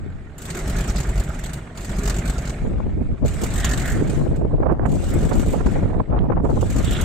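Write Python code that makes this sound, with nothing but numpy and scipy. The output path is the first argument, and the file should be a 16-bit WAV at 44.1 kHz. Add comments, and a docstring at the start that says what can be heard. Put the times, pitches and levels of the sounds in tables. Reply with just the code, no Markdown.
"""A small plane tries to start

A piston engine, heard from behind on an open airfield, catches five times and dies away each time.
Each firing is a puff of exhaust, a hiss with a low thump, over the roar of the turning engine.
Wind fades at the start, then returns and buffets the microphone's two openings (ports) separately."""
import sys
import numpy as np
from scipy import signal
from scipy.fft import rfft, irfft
from scipy.io import wavfile
from scipy.ndimage import uniform_filter1d

SR = 44100
rng = np.random.default_rng(int(sys.argv[2]) if len(sys.argv) > 2 else 0)


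def persist_wave(psi):
    """Save psi, clipped to +-1, as 16-bit WAV."""
    counts = np.round(np.clip(psi, -1, 1) * 32767).astype(np.int16)
    wavfile.write(sys.argv[1], SR, np.atleast_2d(counts).T)


N = 310464
TIME, FREQS = np.arange(N) / SR, np.fft.rfftfreq(N, 1 / SR)


def amp(db):
    """Turns decibels into a factor to multiply by."""
    return 10 ** (np.asarray(db) / 20)


def unit(x):
    """Scales a signal to an average size (rms) of one."""
    return x / np.sqrt(np.mean(x ** 2) + 1e-20)


def read(points, column=1):
    """Joins a table's points into a curve over all frequencies, on a log axis."""
    table = np.array(points, float)
    return np.interp(np.log(FREQS + 1), np.log(table[:, 0] + 1), table[:, column])


def add(mix, s, sound):
    """Lays a sound into the mix, starting at s seconds."""
    part = mix[max(round(s * SR), 0):][:len(sound)]
    part += sound[:len(part)]


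def flutter(rate_hz):
    """Random wavering, up to about the given rate."""
    return unit(irfft(rfft(rng.standard_normal(N)) / (1 + (FREQS / rate_hz) ** 4), N))


# tone of the open air: f/Hz, level/dB
HUSH = [(20, 9), (150, -38), (400, -1), (1000, -9), (2500, -35.5), (5000, -20), (7800, -79), (10000, -51),
        (16000, -46)]

def airfield():
    """The faint hush of the open airfield."""
    return amp(-61.0) * unit(irfft(rfft(rng.standard_normal((2, N))) * amp(read(HUSH)), N))


# tone of wind on a port: f/Hz, level/dB
WIND_TONE = [(5, -14), (20, 2.5), (42, 1), (80, 0.5), (160, -4.5), (300, -11.5), (500, -21.5), (800, -31),
             (1200, -46.5), (2000, -64), (4000, -81.5)]

def turbulence(level_db, eddy_hz, eddy_db, brighten):
    """Wind on one port: the faster an eddy (a swirl of air) passes, the higher its noise reaches."""
    noise = rfft(unit(irfft(rfft(rng.standard_normal(N)) * amp(read(WIND_TONE)), N)))
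    # large eddies carry small ones
    eddies = 2.01 * np.tanh((flutter(eddy_hz) + 0.74 * flutter(3.8 * eddy_hz)) / 2.2)
    tilt_db = eddy_db * eddies + brighten * (level_db + 19.5)
    octave = np.clip(np.log2((FREQS + 1) / 75), 0, 4)
    out = np.zeros(N)
    for k in range(5):
        band = irfft(noise * np.maximum(1 - abs(octave - k), 0), N)
        out += band * amp(level_db + k * tilt_db)
    return out


def port_colour(x, hz, brightness_hz):
    """Keeps the frequencies that an eddy of this size stirs up in a port."""
    colour = hz ** 2 / (hz ** 2 + 230 ** 2) / (1 + (hz / (1.52 * brightness_hz)) ** 4.4)
    return irfft(rfft(x) * colour / (1 + (hz / 3800) ** 6), len(x))


def chance_eddies(wind_db, brightness_hz, peak_per_s=36):
    """Lesser eddies come at random: more of them, and harder, in stronger wind."""
    step = SR // 60
    slots, rows = np.arange(0, N, step), []
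    chances, spreads = rng.random((len(slots), 2)), rng.uniform(-0.87, 1, (len(slots), 3))
    for at, (luck, port), (size, pitch, length) in zip(slots, chances, spreads):
        if luck < peak_per_s * amp(wind_db[at] - wind_db.max()) ** 2 * step / SR:
            db = wind_db[at] - 4 + 2.5 * size
            rows.append((at / SR, port, db, 0.0077 * 2 ** length, brightness_hz[at] * 2 ** (0.43 * pitch)))
    return rows


# the hardest eddies: t/s, port (0 left, 1 right), level/dB, rough length/s, brightness/Hz
HARD_EDDIES = [(2.66, 0, -27.5, 0.023, 346), (2.803, 0, -23.5, .005, 546), (2.979, 1, -22.5, 0.0074, 243),
               (3.014, 1, -20, 0.0089, 292), (3.251, 0, -17.5, 0.013, 380), (3.43, 1, -19.5, 0.018, 323),
               (4.023, 1, -13, 0.012, 223), (4.267, 0, -18, 0.0097, 350), (4.417, 1, -19.5, 0.0093, 362),
               (4.452, 0, -14, 0.0046, 340), (4.541, 1, -16, 0.0067, 367), (4.602, 0, -14.5, 0.0074, 330),
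               (4.633, 1, -18.5, 0.01, 640), (4.665, 1, -13.5, 0.012, 496), (4.708, 1, -17, 0.027, 625),
               (4.796, 1, -11, 0.0024, 624), (4.858, 1, -16.5, 0.0064, 880), (5.32, 1, -18.5, 0.011, 716),
               (5.541, 1, -14.5, 0.01, 414), (5.611, 1, -17.5, 0.0056, 650), (5.669, 1, -22.5, 0.0069, 870),
               (5.767, 0, -19, 0.016, 420), (6.005, 1, -15.5, 0.0081, 523), (6.14, 0, -22.5, 0.02, 390),
               (6.172, 1, -26.5, 0.018, 700), (6.191, 1, -29.5, 0.0019, 2480), (6.305, 0, -13, 0.0066, 550),
               (6.324, 1, -21, .0067, 835), (6.374, 0, -21, 0.012, 690), (6.455, 1, -19, 0.022, 600),
               (6.499, 0, -15.5, 0.008, 450), (6.576, 0, -17.5, 0.0069, 450), (6.63, 1, -18.5, 0.0065, 520)]

def buffets(lesser_eddies):
    """Each eddy hits one port as a ragged burst and sheds a few small pops around it."""
    eddies = HARD_EDDIES + lesser_eddies
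    t, out = np.arange(SR // 8) / SR, np.zeros((2, N))
    hz, from_middle = np.fft.rfftfreq(len(t), 1 / SR), t - t.mean()
    for s, port, db, length, brightness_hz in eddies:
        noise, grain, luck = rng.standard_normal((3, len(t)))
        ragged = amp(3.5 * unit(uniform_filter1d(grain, size=130)))
        swell = np.exp(-(from_middle / (0.74 * length)) ** 2)
        burst = unit(port_colour(noise * ragged, hz, brightness_hz) * swell) * np.sqrt(np.mean(swell ** 2))
        strikes = (luck > 2.7) * np.sign(noise) * np.exp(-(from_middle / .04) ** 2)
        pops = port_colour(strikes, hz, 1.02 * brightness_hz)
        pops /= abs(pops).max() + 1e-12
        add(out[int(round(port))], s - t.mean(), amp(db) * (amp(1.1) * burst + amp(-5.0) * pops))
    return out


# how the wind rises and falls: t/s, strength/dB, brightness of its eddies/Hz
GUSTS = [(0, -27, 150), (.16, -32.5, 150), (.4, -50, 150), (2.55, -63, 220), (2.62, -23, 280),
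         (3.1, -24, 230), (3.27, -23, 258), (3.6, -31, 220), (3.9, -26.5, 220), (3.98, -20.5, 230),
         (4.5, -22, 300), (4.68, -21, 603), (5.05, -22, 263), (5.4, -20.5, 372), (5.7, -23, 420),
         (6.0, -20, 420), (6.4, -21, 590), (6.8, -22.5, 250)]
# brief dips in the wind noise: t/s, half length/s, depth/dB
WIND_DIPS = [(3.176, 0.032, 12), (4.756, 0.04, 6.5), (6.058, 0.037, 14.5)]

def wind():
    """Each port feels its own lumps in the wind, with sharp buffets on top."""
    times, *columns = np.transpose(GUSTS)
    wind_db, brightness_hz = [np.interp(TIME, times, column) for column in columns]
    ports = [turbulence(wind_db + 2.27 * flutter(15.7), eddy_hz=48, eddy_db=2.0, brighten=0.48)
             for _ in range(2)]
    hits = buffets(chance_eddies(wind_db, brightness_hz))
    dip_db = sum(db * np.exp(-((TIME - s) / half) ** 4) for s, half, db in WIND_DIPS)
    return (amp(3.0) * np.array(ports) + hits) * amp(-dip_db)


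# where the exhaust pipes ring: f/Hz, width/Hz, level/dB
PIPE_NOTES = [(665, 58, -0.5), (1190, 270, 3), (1845, 16, 4.5), (2140, 42, 1.5), (2850, 38, 5),
              (3470, 53, 4), (5040, 79, 6), (7900, 110, 4)]
# echoes off the paving and the plane: left delay/s, right delay/s, level/dB
REFLECTIONS = [(.00112, .00131, -15), (.00235, .00205, -49), (.0049, 0.0064, -16.5), (0.0139, 0.018, -9.5)]
# tone of the two ports: f/Hz, left level/dB, right level/dB
PORT_TONE = [(300.0, -4, -3.5), (910, -2.5, -2), (1340, -1.5, 4.5), (2200.0, -1, 4.5), (3430, 2, 3.5),
             (4330, 5.5, 7.5), (5170, 2, 0), (6300, 5.5, 7), (7700, 13, 12.5), (8140, 13.5, -21),
             (8720, 4.5, 1), (10230, -6.5, -10), (13250, -7, 5.5), (15800, -15, -8.5)]

def exhaust_path():
    """How the trip from the exhaust to each port colours the sound."""
    pipes_db = sum(db / (1 + (2 * (FREQS - hz) / width) ** 2) for hz, width, db in PIPE_NOTES)
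    echoes = sum(amp(db) * np.exp(-2j * np.pi * np.outer([left, right], FREQS))
                 for left, right, db in REFLECTIONS)
    # long waves pass by, short ones scatter
    reflected = FREQS ** 2 / (FREQS ** 2 + 700 ** 2) / (1 + (FREQS / 7000) ** 2)
    ports_db = np.array([read(PORT_TONE), read(PORT_TONE, column=2)])
    arrival = np.exp(-2j * np.pi * np.outer([0, .00002], FREQS))  # the left port hears it first
    return amp(pipes_db + ports_db) * (1 + reflected * echoes) * arrival


EXHAUST_PATH = exhaust_path()
# how alike the engine sounds left and right: f/Hz, likeness (0 to 1)
STEREO_LIKENESS = [(30, .998), (250, 0.97), (600, 0.71), (1100, 0.48), (3000, 0.37), (7000, 0.27),
                   (8200, 0.09), (15000, 0.085)]

def engine_noise(tone):
    """Swirling gas heard at both ports: alike in the bass, different in the treble."""
    left, other = rfft(rng.standard_normal((2, N)))
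    same = np.clip(read(STEREO_LIKENESS), -1, 1)
    right = same * left + np.sqrt(1 - same ** 2) * other
    return unit(irfft(np.array([left, right]) * EXHAUST_PATH * amp(read(tone)), N))


def patchy(x, patches_db):
    """Eddies in the gas favour ever new pitches, each for a few hundredths of a second."""
    slices = signal.stft(x, nperseg=512)[2]
    patches = uniform_filter1d(rng.standard_normal(slices.shape[1:]), size=4, axis=0)
    patches = unit(uniform_filter1d(patches, size=5, axis=1))
    return unit(signal.istft(slices * amp(patches_db * patches), nperseg=512)[1][:, :N])


# five runs of the engine and two short coughs: catch t/s, cut t/s, hiss swell time/s, hiss swell/dB,
# hiss level/dB, roar level/dB, sag/(dB per s), hiss level in the lull before/dB
ENGINE_RUNS = [(0.39, 1.596, 0.085, 10.5, -35, -33.5, 10.5, -61),
               (1.747, 2.526, 0.095, 6.5, -39, -37, 5.5, -61),
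               (3.246, 3.96, 0.14, 7.5, -34.5, -33, 5.5, -62), (4.096, 4.1, 0.018, -3, -38, -44.5, 3, -73),
               (4.868, 5.573, 0.068, 17.5, -38, -39, 5.5, -67.5),
               (5.656, 5.74, 0.024, 5, -43.5, -40, 12, -71),
               (6.431, 7.039, 0.14, 22, -37.5, -34, -3.5, -68)]

def run_levels(catch_s=0.0067, roar_lag=1.79, hiss_fall_db_per_s=71, roar_fall_db_per_s=40.5):
    """Roar and hiss in dB: each run catches, swells and dies. The roar lags, with the propeller."""
    catches, lulls = np.transpose(ENGINE_RUNS)[[0, -1]]
    hiss_power = amp(np.interp(TIME, catches, lulls)) ** 2
    roar_power = hiss_power * amp(8) ** 2
    for catch, cut, swell_s, swell_db, hiss_db, roar_db, sag, _ in ENGINE_RUNS:
        age, coasting = np.maximum(TIME - catch, 0), np.maximum(TIME - cut, 0)
        on, sag_db = np.minimum(age / catch_s, 1), sag * (age - coasting)
        hiss_rise_db = -swell_db * np.exp(-age / swell_s)
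        roar_rise_db = -roar_lag * swell_db * np.exp(-age / (roar_lag * swell_s))
        hiss_power += on * amp(hiss_db + hiss_rise_db - sag_db - hiss_fall_db_per_s * coasting) ** 2
        roar_power += on * amp(roar_db + roar_rise_db - sag_db - roar_fall_db_per_s * coasting) ** 2
    return 10 * np.log10(roar_power), 10 * np.log10(hiss_power)


# tones of the engine's rumble, roar and hiss: f/Hz, level/dB
RUMBLE_TONE = [(12, -15), (25, 8.5), (45, 7), (70, -0.5), (95, 0), (145, 2), (210, -3), (300, -9),
               (400, -10), (500, -18.5), (660, -14), (900, -27), (1500, -86)]
ROAR_TONE = [(200, 0.5), (600, 5.5), (1000, -0.5), (1400, 0), (1850, -1.5), (2300, -4), (2800, -11.5),
             (4000, -18.5), (8000, -55)]
HISS_TONE = [(1200, 7), (2500, 3), (3400, 3), (4400, -2), (5500, 1.5), (7500, -0.5), (10000, 4.5),
             (13000, -8), (16000, -8)]

def rush(roar_db, hiss_db):
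    """A low rumble, a roar and a hiss swell together while the engine turns."""
    rumble = engine_noise(RUMBLE_TONE) * amp(0.86 * roar_db + 7.5 + 1.16 * flutter(31))
    roar = patchy(engine_noise(ROAR_TONE), patches_db=2.5) * amp(roar_db + 1.1 + 2.1 * flutter(50))
    hiss = patchy(engine_noise(HISS_TONE), patches_db=3.5) * amp(hiss_db - 4.0 + 0.86 * flutter(120))
    return rumble + roar + hiss


# brief rasps in the engine noise: middle t/s, rough length/s, f/Hz, width/Hz, level/dB
RASPS = [(0.553, 0.061, 377, 30, -36.5), (0.895, 0.014, 5670, 1600, -33.5), (.965, 0.012, 4500, 2000, -35),
         (1.45, 0.014, 3440, 900, -38), (2.043, 0.044, 398, 25, -30), (3.65, 0.038, 3330, 1500, -34),
         (3.643, 0.062, 1790, 550, -32), (3.729, 0.029, 1760, 220, -33), (3.901, 0.088, 1740, 770, -32),
         (6.933, 0.082, 3270, 1300, -32.5)]

def rasps():
    """Noise gathers around one pitch for a moment and chatters unevenly, louder on the right."""
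    t, out = np.arange(SR // 2) / SR, np.zeros((2, N))
    hz = np.fft.rfftfreq(len(t), 1 / SR)
    for s, length, pitch_hz, width_hz, db in RASPS:
        shared, *own = rng.standard_normal((3, len(t)))
        spectrum = rfft(shared + pitch_hz / 4000 * np.array(own))
        noise = irfft(spectrum / (1 + (2 * (hz - pitch_hz) / width_hz) ** 4), len(t))
        swell = np.exp(-(1.14 * (t - t.mean()) / length) ** 2)
        sound = unit(noise * swell) * np.sqrt(np.mean(swell ** 2))
        for channel, part, side_db in zip(out, sound, (-3, 1)):
            add(channel, s - t.mean(), amp(db + side_db) * part)
    return out * unit(amp(4 * flutter(rate_hz=70)))


# volleys, where one or a few cylinders fire in a row: t/s, number of puffs, hiss level/dB,
# high fizz compared with the hiss/dB, thump level/dB, rise from puff to puff/dB
CYLINDER_VOLLEYS = [(.38, 1, -44, 2.5, -35, 0), (0.452, 1, -42.5, 0, -33, 0), (.501, 1, -36, -4.5, -27, 0),
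                    (.675, 2, -38.5, -1, -22.5, 1), (.763, 3, -38, -4.5, -20, 0),
                    (.876, 2, -36.5, -6, -19.5, 0.5), (.959, 3, -35, -8, -21, 0.5),
                    (1.068, 2, -45, -5, -18, 7.5), (1.155, 3, -41, -4, -18.5, 3.5),
                    (1.289, 1, -47, -3, -20, 0), (1.389, 1, -43, -3, -43, 0),
                    (1.437, 2, -39, -5, -25, -3.5), (1.532, 1, -38, -0.5, -31, 0),
                    (1.773, 1, -39, -8, -30, 0), (1.963, 2, -42, -3, -22, 6), (2.033, 4, -33, -7, -21.5, 2),
                    (2.142, 3, -38, -8, -20, 1.5), (2.254, 3, -38, -4.5, -18.5, 2),
                    (2.38, 1, -38, -8, -17.5, 0), (2.452, 3, -40, -10, -25, 2),
                    (3.258, 2, -38.5, -7, -23.5, 0), (3.414, 2, -34.5, -1, -31, 4),
                    (3.536, 4, -36, -4, -29, 0.5), (3.644, 1, -24.5, -6, -19, 0),
                    (3.69, 3, -32.5, -6.5, -18.5, 0.5), (3.774, 3, -35.5, -7, -24, -3),
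                    (3.855, 4, -38, -2, -25, -0.5), (4.074, 2, -43, -10.5, -32, 3),
                    (4.36, 1, -50, -5, -36, 4), (4.857, 1, -49.5, -2, -15.5, 0),
                    (5.135, 1, -45.5, 5, -29, 0), (5.187, 4, -45.5, -4, -24, 0.5),
                    (5.461, 4, -45, -1, -29, 0.5), (5.661, 1, -42, -9, -11.5, 0),
                    (5.712, 1, -51, -3, -38, 0), (6.498, 1, -51, -4, -20, 0), (6.61, 1, -41, -7, -23, 0),
                    (6.761, 2, -39, -6, -21.5, 0), (6.908, 2, -36.5, -2.5, -22, -4),
                    (7.01, 1, -34.5, 1, -42, 0)]

def firings(rush_db, gap_s=.021, clear_s=.028, stray_share=.6, spread_db=6):
    """Lists each firing (t/s, hiss/dB, fizz/dB, thump/dB): the volleys, and weak strays between them."""
    rows = []
    for s, number, hiss_db, fizz_db, thump_db, rise_db in CYLINDER_VOLLEYS:
        for k in range(round(number)):
            build_db = rise_db * (k - (round(number) - 1) / 2)
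            rows.append((s + k * gap_s, hiss_db + build_db, fizz_db, thump_db + build_db))
    taken, slots = np.array(rows)[:, 0], np.arange(0, TIME[-1] - gap_s, gap_s)
    for s, (luck, late, *spread) in zip(slots, rng.uniform(-1, 1, (N // 400, 5))):
        running = any(catch < s < cut for catch, cut, *_ in ENGINE_RUNS)
        if running and abs(luck) < stray_share and abs(taken - s).min() > clear_s:
            db = rush_db[round(s * SR)]
            levels_db = np.array([db - 4.5, -5, db + 6.5]) + spread_db * np.array(spread)
            rows.append((s + 0.18 * gap_s * late, *levels_db))
    return rows


def thumps(fired, swing_hz=52.0, swing_s=0.015, lag_s=0.0066, knock_db=-0.5):
    """Each puff swings the pressure down and back at the exhaust's low note, and knocks in the pipe."""
    t, swing, knock = np.arange(SR // 10) / SR, np.zeros(N), np.zeros(N)
    from_middle = t - t.mean()
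    wave = -np.cos(2 * np.pi * swing_hz * from_middle) * np.exp(-(from_middle / swing_s) ** 2)
    opening = np.sin(np.pi / 2 * np.minimum(t / .003, 1)) ** 2 * (1 - t / t[-1])
    for s, _, _, thump_db in fired:
        add(swing, s + lag_s - t.mean(), amp(thump_db) * wave)
        add(knock, s, amp(thump_db) * opening * np.exp(-t / 0.013))
    return amp(1.5) * swing + amp(knock_db) * knock * engine_noise(RUMBLE_TONE)


def puff_shape(t, hold_s, tail_db, rise_s=0.0011, tail_s=0.02):
    """Loudness of one puff over time: the valve opens, the gas escapes, a weaker scatter follows."""
    opening = 1 - np.exp(-(t / rise_s) ** 2)
    return opening * (np.exp(-(t / hold_s) ** 4) + amp(tail_db) * np.exp(-t / tail_s))


# tone of the escaping gas: f/Hz, level/dB
PUFF_TONE = [(200, 7), (700, 13.5), (1500, 11), (3000, 8.5), (5000, 5.5), (7000, 8), (9000, 0), (13000, -8),
             (16000, -5)]

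def puffs(fired):
    """Each puff of exhaust is a burst of crackling hiss with its own tint and a high fizz on top."""
    t, out = np.arange(SR // 5) / SR, np.zeros((2, N))
    hz = np.fft.rfftfreq(len(t), 1 / SR)
    hiss_shape = puff_shape(t, hold_s=0.014, tail_db=-1.5)
    fizz_shape = puff_shape(t, hold_s=0.012, tail_db=-2.5)
    gas = np.tile(engine_noise(PUFF_TONE) * amp(0.47 * flutter(1200)), 2)
    treble = 1 - 1 / (1 + (hz / 9200) ** 16)
    for (s, hiss_db, fizz_db, _), shifts in zip(fired, rng.random((N // 400, 3))):
        tint_db = sum(2.1 * np.sin(2 * np.pi * (hz / span_hz + shift))
                      for span_hz, shift in zip([900, 2100, 5200], shifts))
        noise = rfft(gas[:, round(s * SR):][:, :len(t)]) * amp(tint_db)
        hiss = amp(hiss_db - 2.3) * hiss_shape * unit(irfft(noise * (1 - treble), len(t)))
        fizz = amp(hiss_db + fizz_db - 5.0) * fizz_shape * unit(irfft(noise * treble, len(t)))
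        for channel, sound in zip(out, hiss + fizz):
            add(channel, s, sound)
    return out


def scene():
    """The engine ahead, the quiet airfield around, and wind at the microphone."""
    roar_db, hiss_db = run_levels()
    fired = firings(hiss_db)
    engine = rush(roar_db, hiss_db) + rasps() + thumps(fired)
    return engine + airfield() + puffs(fired) + wind()


def record(dry):
    """The microphone thins the deepest bass and rounds off the strongest gusts; the top treble is cut."""
    ceiling, top_hz = 0.58, 15750
    thinned = irfft(rfft(dry) * (1 - 0.24 / (1 + (FREQS / 31) ** 6)), N)
    rounded = thinned / (1 + (thinned / ceiling) ** 6) ** (1 / 6)
    treble_cut = signal.firwin(511, top_hz, window=("kaiser", 9), fs=SR)
    return signal.oaconvolve(rounded, treble_cut[None], "same")


dry = scene()
out = record(dry)
persist_wave(out)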